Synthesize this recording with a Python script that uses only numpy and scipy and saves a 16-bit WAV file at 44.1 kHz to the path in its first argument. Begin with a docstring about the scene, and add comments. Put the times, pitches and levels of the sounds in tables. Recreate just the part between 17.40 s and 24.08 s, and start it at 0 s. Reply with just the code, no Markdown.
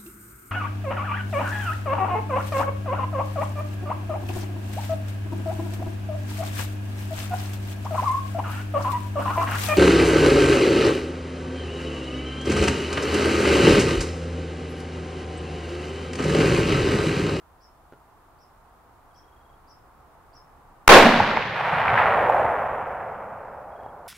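"""One rifle shot from the edge of a field at dusk: a noise burst, then slow damped sines.
Nearby trees scatter it back as dense coloured impulses, with distinct echoes as short tone bursts.
A second swell rolls in from the far woods as layers of coloured noise and sparse impulses.
Swept bird chips, a pulsed cricket tone, damped-mode knocks and coloured noise form the quiet field.
The loud blast overloads the microphone input; two faint clicks come late."""
import sys
import numpy as np
from scipy import signal
from scipy.fft import rfft, irfft, next_fast_len
from scipy.io import wavfile
from scipy.ndimage import uniform_filter1d

SR = 44100
rng = np.random.default_rng(int(sys.argv[2]) if len(sys.argv) > 2 else 0)


def int16_out(signal):
    """Quantize to a 16-bit WAV file."""
    q = np.round(np.clip(np.atleast_2d(signal).T, -1, 1) * 32767)
    wavfile.write(sys.argv[1], SR, q.astype(np.int16))


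N = 294588
TIME = np.arange(N) / SR
SHOT_S = 3.478


def from_db(db):
    """Level and amplitude: twenty decibels are a factor of ten in gain."""
    return 10 ** (np.asarray(db) / 20)


def rms_one(x):
    """Normalization: scale a signal to a root mean square of one."""
    return x / np.sqrt(np.mean(x ** 2) + 1e-20)


def at_hz(points, hz):
    """Logarithmic pitch: interpolate a table along a log-frequency axis."""
    table_hz, value = np.transpose(points)
    return np.interp(np.log(hz + 1e-3), np.log(table_hz), value)


def white():
    """White noise: two independent channels with equal power at all frequencies."""
    return rng.standard_normal((2, N))


def coloured(pair, colour, likeness):
    """Interchannel coherence: mix mid and side by frequency after shaping the spectrum; rms 1."""
    size = next_fast_len(N)
    hz = np.arange(size // 2 + 1) * SR / size
    mid, side = rfft(pair, size) * from_db(at_hz(colour, hz))
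    alike = np.clip(at_hz(likeness, hz), -1, 1)
    common = np.sqrt(1 + alike) * mid
    opposed = np.sqrt(1 - alike) * side * [[1], [-1]]
    return rms_one(irfft(common + opposed, size)[:, :N])


def reflections(per_s, spread_db):
    """Random scattering: small echoes of uneven size and either sign at random moments."""
    signs = rng.choice([-1, 1], (2, N))
    sizes = from_db(spread_db * np.clip(white(), -2, 2)) * signs
    return sizes * (rng.random((2, N)) < per_s / SR)


def absorbed(x, loss, since_s, earliest_s):
    """Frequency-dependent decay: each octave follows its own dB-per-second slope; negative rises."""
    size = next_fast_len(N)
    octave = np.log2(np.arange(size // 2 + 1) * SR / size + 1)
    centres = 62.5 * 2. ** np.arange(9)
    elapsed_s = np.maximum(TIME, earliest_s) - since_s
    spectrum, out = rfft(x, size), 0
    for hz, only in zip(centres, np.eye(len(centres))):
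        # overlapping triangular bands that sum to the whole spectrum
        band = irfft(spectrum * np.interp(octave, np.log2(centres), only), size)[:, :N]
        out = out + band * from_db(-at_hz(loss, hz) * elapsed_s)
    return out


def ring(start_s, hz, t60):
    """Damped resonance: a sine loses 60 dB in t60 seconds."""
    out, first = np.zeros(N), int(start_s * SR)
    age = TIME[:min(N - first, int(2 * t60 * SR))]
    out[first:first + len(age)] = np.sin(2 * np.pi * hz * age) * from_db(-60 * age / t60)
    return out


def swell(peak_s, hold_s, level_db, rise_db_per_s, fall_db_per_s):
    """Exponential growth and decay: constant dB slopes on either side of a held peak."""
    early = np.maximum(peak_s - TIME, 0)
    late = np.maximum(TIME - peak_s - hold_s, 0)
    return from_db(level_db - rise_db_per_s * early - fall_db_per_s * late)


def fade_in(start_s, attack_s):
    """Linear onset: a straight ramp from silence to full level."""
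    return np.clip((TIME - start_s) / attack_s, 0, 1)


def among_trees(x, t60, wet_db):
    """Diffuse reverberation: convolve a call with decaying noise, different on each side."""
    age = TIME[:SR // 2]
    tail = rng.standard_normal((2, len(age))) * from_db(-60 * age / t60)
    tail /= np.sqrt(np.sum(tail ** 2, axis=1, keepdims=True))
    wet = signal.fftconvolve(x[None], tail, axes=1)[:, :N]
    return from_db(-4.5) * x + from_db(wet_db) * wet


# Spectra of the faraway rush and the microphone hiss: frequency_hz, relative level_db
RUSH_COLOUR = [(15, -33), (25, 3.5), (38, -7.5), (69, -0.5), (92, -9), (152, -10), (201, -16), (250, -14.5),
               (294, -14), (536, -14.5), (616, -15.5), (655, -10), (884, -8.5), (1190, -11), (3000, -38),
               (3900, -74.5), (6600, -120)]
HISS_COLOUR = [(1500, -6), (3000, -3), (6000, -8), (10000, -6.5), (15500, -6.5)]
# Left-right likeness of the evening air: frequency_hz, correlation (no unit)
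AIR_LIKENESS = [(50, .93), (200, .77), (700, .73), (1400, .58), (2800, .05), (10000, 0)]


def evening_air():
    """Superposed noise floors: a faraway rush grows slowly, then stays, over microphone hiss."""
    level_db = -55.5 + 0.9 * np.minimum(TIME, 3.3)   # grows 0.9 dB per s until 3.3 s
    rush = from_db(level_db) * coloured(white(), RUSH_COLOUR, AIR_LIKENESS)
    return rush + from_db(-68.5) * coloured(white(), HISS_COLOUR, AIR_LIKENESS)


# Cricket trills before the output gain: start_s (first full pulse), end_s, pulses_per_s, level_db
TRILLS = [(1.714, 2.165, 23.4, -71), (6.322, 6.512, 23.8, -69)]


def cricket():
    """Amplitude modulation: each wing stroke is one pulse of a pure tone, weaker at the start."""
    envelope = np.zeros(N)
    for start, end, per_s, level_db in TRILLS:
        age = TIME - start
        strokes = np.maximum(np.cos(2 * np.pi * per_s * age), 0)
        onset = fade_in(start - .045, 0.075)
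        envelope += from_db(level_db) * strokes * onset * (TIME < end)
    tone = np.sin(2 * np.pi * 3265 * TIME)
    return among_trees(envelope * tone, t60=.1, wet_db=-10) * from_db(6.5)


# Bird chips before envelope and tree gains: start_s, level_db, reference pitch_hz
CHIPS = [(.203, -53.5, 6000), (.985, -57.5, 6020), (1.742, -53.5, 6150), (2.273, -51.5, 6000),
         (2.929, -50.5, 5950)]


def bird():
    """Frequency modulation: buzzy, unsteady chips sweep up and hook down, loudest after the hook."""
    out = np.zeros(N)
    up_s, hook_s, hold_s, release_s = 0.028, 0.0085, 0.01, 0.0066
    top, hooked, held, end = np.cumsum([up_s, hook_s, hold_s, release_s])
    age = TIME[:int(end * SR)]
    # all pitch movements are shares of the reference pitch
    sweep = np.interp(age, [0, top, hooked], [.77, .97, .875])
    level = from_db(np.interp(age, [top, hooked], [-6.5, 1]))
    level *= np.interp(age, [0, .004, held, end], [0, 1, 1, 0])
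    buzz = .032 * np.sin(2 * np.pi * 270 * age)
    for start_s, level_db, pitch_hz in CHIPS:
        waver = 0.024 * rms_one(uniform_filter1d(rng.standard_normal(len(age)), size=60))
        phase = 2 * np.pi * np.cumsum(pitch_hz * sweep * (1 + buzz + waver)) / SR
        first = int(start_s * SR)
        out[first:first + len(age)] += from_db(level_db) * level * np.sin(phase)
    return among_trees(out, t60=0.28, wet_db=-3.5)


# Small handling knocks before the modal gains: start_s, level_db
KNOCKS = [(.524, -38), (0.532, -43), (0.5358, -40), (.543, -49), (6.434, -36), (6.4623, -37), (6.664, -38)]
# Resonances of a knock: frequency_hz, relative level_db, t60_s
KNOCK_MODES = [(180, -12, .02), (416, 1, 0.025), (604, 3.5, 0.011), (1060, -14, .02), (1410, -6, 0.04),
               (2880, -26, .03)]


def knock():
    """Modal synthesis: soft, dead knocks close to the microphone are sums of damped resonances."""
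    out = np.zeros(N)
    for start_s, level_db in KNOCKS:
        for hz, mode_db, t60 in KNOCK_MODES:
            uneven_db = rng.normal(0, 1)
            out -= ring(start_s, hz, t60) * from_db(level_db + mode_db - 4.5 + uneven_db)
    return out


def unevenness():
    """Random amplitude modulation: slow level changes make the roll very slightly uneven."""
    steps = rng.standard_normal(1000)
    return from_db(0.2 * np.interp(TIME * 27, np.arange(len(steps)), steps))   # 27 steps per s


# Spectra of the far crackle, body and rumble: frequency_hz, relative level_db
CRACKLE_COLOUR = [(300, -39), (800, 3), (1050, 1), (1300, 1), (1800, -3), (2400, -8.5), (3200, -19.5),
                  (4500, -32.5), (7000, -52.5), (12000, -54)]
BODY_COLOUR = [(150, -32), (260, -18), (340, -18), (430, -8.5), (540, -3), (700, -0.5), (900, -4.5),
               (1100, -12.5), (1500, -17), (3000, -62)]
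RUMBLE_COLOUR = [(20, -33), (40, -6), (70, -0.5), (105, 3), (160, -3.5), (230, -3.5), (330, -27.5),
                 (600, -59)]
# Left-right likeness of the far echoes and the near boom: frequency_hz, correlation (no unit)
ECHO_LIKENESS = [(40, .98), (200, .99), (700, .97), (1400, .93), (2800, .83), (5300, .5), (10000, .1)]


def far_woods():
    """Delayed scattering: the tree line crackles first, then a deeper hollow roll over low rumble."""
    # absorption: frequency_hz, loss in dB per s
    loss = [(250, -4), (500, 22), (1000, -4.0), (2000, 1.0), (4000, 13.5), (8000, 23)]
    crackle = coloured(reflections(per_s=1800, spread_db=-2.5), CRACKLE_COLOUR, ECHO_LIKENESS)
    crackle = absorbed(crackle, loss, since_s=4.49, earliest_s=3.4)
    crackle_level = swell(4.445, .22, level_db=-21, rise_db_per_s=23, fall_db_per_s=19.5)
    # a wall of trees returns one bright surge
    surge_level = swell(4.58, 0, level_db=-17.5, rise_db_per_s=250, fall_db_per_s=90)
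    crackle *= np.hypot(crackle_level, surge_level)

    body = coloured(reflections(per_s=6000, spread_db=0.5), BODY_COLOUR, ECHO_LIKENESS)
    body_level = swell(4.823, 0.13, level_db=-21, rise_db_per_s=18, fall_db_per_s=25)
    # the farthest returns outlast the rest of the roll
    farthest_level = swell(4.823, 0.13, level_db=-30, rise_db_per_s=18, fall_db_per_s=8)
    body *= np.hypot(body_level, farthest_level)

    rumble = coloured(white(), RUMBLE_COLOUR, ECHO_LIKENESS)
    rumble *= swell(4.39, 0.4, level_db=-38.5, rise_db_per_s=67, fall_db_per_s=11.5)
    arrival_s, attack_s = 4.18, 0.061
    roll = body * unevenness() + crackle * unevenness() + rumble
    return fade_in(arrival_s - attack_s, attack_s) * roll


# Short tone bursts, before the common gain: echo slaps, then two faint late clicks.
# Columns: start_s, level_db, pitch_hz
SLAPS_AND_CLICKS = [(3.699, -18, 1310), (3.7988, -9, 1450), (3.8018, 1, 850), (3.846, -10, 967),
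                    (3.913, -11, 1400), (3.971, -8, 2137), (3.9719, -5, 906), (4.0245, -14.5, 2450),
                    (4.4785, -7, 1220), (4.4815, -6, 2180), (4.577, -5, 1800), (4.600, -10, 1200),
                    (4.622, -27, 1190), (4.897, -1, 830), (4.945, -10, 776), (5.052, -8, 764),
                    (6.400, -32, 850), (6.462, -27, 860)]
# Dull thuds among the echoes, before the common gain: start_s, level_db, pitch_hz
THUDS = [(3.797, -23, 101), (4.325, -26.5, 154.9), (4.362, -30.5, 150), (4.527, -25, 117),
         (5.04, -31.5, 102)]


def tone_bursts(rows, rise_cycles, gain_db):
    """Pulsed tones: each burst swells and dies within a few cycles, a little apart on each side."""
    out = np.zeros((2, N))
    lags = rng.normal(0, .00005, (len(rows), 2))   # s
    for (start_s, level_db, hz), lag in zip(rows, lags):
        span = slice(int(start_s * SR), int((start_s + .15) * SR))
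        cycles = hz * np.maximum(TIME[span] - start_s - np.abs(lag[:, None]), 0)
        pulse = (cycles / rise_cycles * np.exp(1 - cycles / rise_cycles)) ** 2
        out[:, span] += from_db(level_db + gain_db) * pulse * np.sin(2 * np.pi * cycles)
    return out


# Spectra of the near scatter and its low boom: frequency_hz, relative level_db
NEAR_COLOUR = [(20, -32), (40, -23), (100, -15), (165, -11.5), (220, -8.5), (420, -4), (540, -1.5),
               (700, -2.5), (1080, -3.5), (1260, -8.5), (1650, -8), (3900, -18.5), (7100, -31),
               (15000, -40)]
BOOM_COLOUR = [(60, -51.5), (150, -18), (200, -5), (225, 2.5), (265, -6), (330, -19.5), (800, -64)]
# Left-right likeness of the near scatter and the report: frequency_hz, correlation (no unit)
NEAR_LIKENESS = [(40, .7), (90, .85), (200, .98), (700, .94), (1400, .85), (2800, .7), (5300, .35),
                 (10000, .1)]


def near_trees():
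    """Multiple scattering: trunks and ground return a dense two-slope decay over a lingering boom."""
    first_s = SHOT_S + .009
    early_level = swell(first_s, .075, level_db=-2.5, rise_db_per_s=0, fall_db_per_s=133)
    linger_level = swell(first_s, 0, level_db=-9.5, rise_db_per_s=0, fall_db_per_s=31.5)
    level = np.hypot(early_level, linger_level)
    scatter = coloured(reflections(per_s=6000, spread_db=3.0), NEAR_COLOUR, NEAR_LIKENESS)
    # absorption: frequency_hz, loss in dB per s
    loss = [(60, -10), (125, -18), (250, 17.5), (500, 5.0), (1000, -1.5),
            (2000, -8.5), (4000, 1), (8000, 45.5), (16000, 65.5)]
    scatter = absorbed(scatter, loss, since_s=3.543, earliest_s=3.48)
    # the scatter starts wide and narrows within a tenth of a second
    mid = scatter.mean(axis=0)
    width = np.interp(TIME, [3.5, 3.6], [1.4, 1])
    scatter = mid + width * (scatter - mid)
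    boom = coloured(white(), BOOM_COLOUR, ECHO_LIKENESS)
    boom *= swell(3.63, 0, level_db=-14.5, rise_db_per_s=298.5, fall_db_per_s=76)
    return fade_in(first_s, attack_s=0.0063) * (level * scatter + boom)


# Spectrum of the report: frequency_hz, relative level_db
REPORT_COLOUR = [(100, -13.5), (400, -5.5), (900, -12.5), (1700, -4), (2500, -17), (5000, -25.5),
                 (15000, -33.5)]


def muzzle_blast():
    """Impulsive radiation: a few ms of crack, then a pressure wave leaves the microphone swaying."""
    age = TIME - SHOT_S
    # a weak noise step 1.8 ms long, then the full burst
    soft_start = from_db(-12) * ((age > -0.0018) & (age <= 0))
    full_burst = from_db(6) * ((age > 0) & (age < .0028))
    crack = (soft_start + full_burst) * coloured(white(), REPORT_COLOUR, NEAR_LIKENESS)
    suction = from_db(-6) * ring(SHOT_S, hz=17, t60=.085)
    sway = from_db(-14.5) * ring(SHOT_S + 0.02, hz=6.5, t60=0.81)
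    return crack - suction + sway


def scene():
    """Linear superposition: the shot and its echoes over the quiet field, a little to the right."""
    slaps_and_clicks = tone_bursts(SLAPS_AND_CLICKS, rise_cycles=1.45, gain_db=-2.5)
    thuds = tone_bursts(THUDS, rise_cycles=1.47, gain_db=1.5)
    shot = muzzle_blast() + near_trees() + far_woods()
    field = bird() + cricket() + knock() + evening_air()
    return (shot + slaps_and_clicks + thuds + field) * from_db([[-.3], [.3]])


def record(dry, ceiling=0.95, noise_db=-39):
    """Saturation and band limiting: the input overloads, level-following noise joins, the top is cut."""
    clipped = ceiling * dry / (1 + np.abs(dry) ** 10) ** (1 / 10)
    # white noise is added in proportion to short-term level
    short_term_level = np.sqrt(np.abs(uniform_filter1d(clipped ** 2, size=256, axis=1)))
    noise = from_db(noise_db) * short_term_level * white()
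    lowpass = signal.ellip(10, .1, 80, 15600, fs=SR, output="sos")   # cutoff in Hz
    return signal.sosfilt(lowpass, clipped + noise)


dry = scene()
out = record(dry)
int16_out(out)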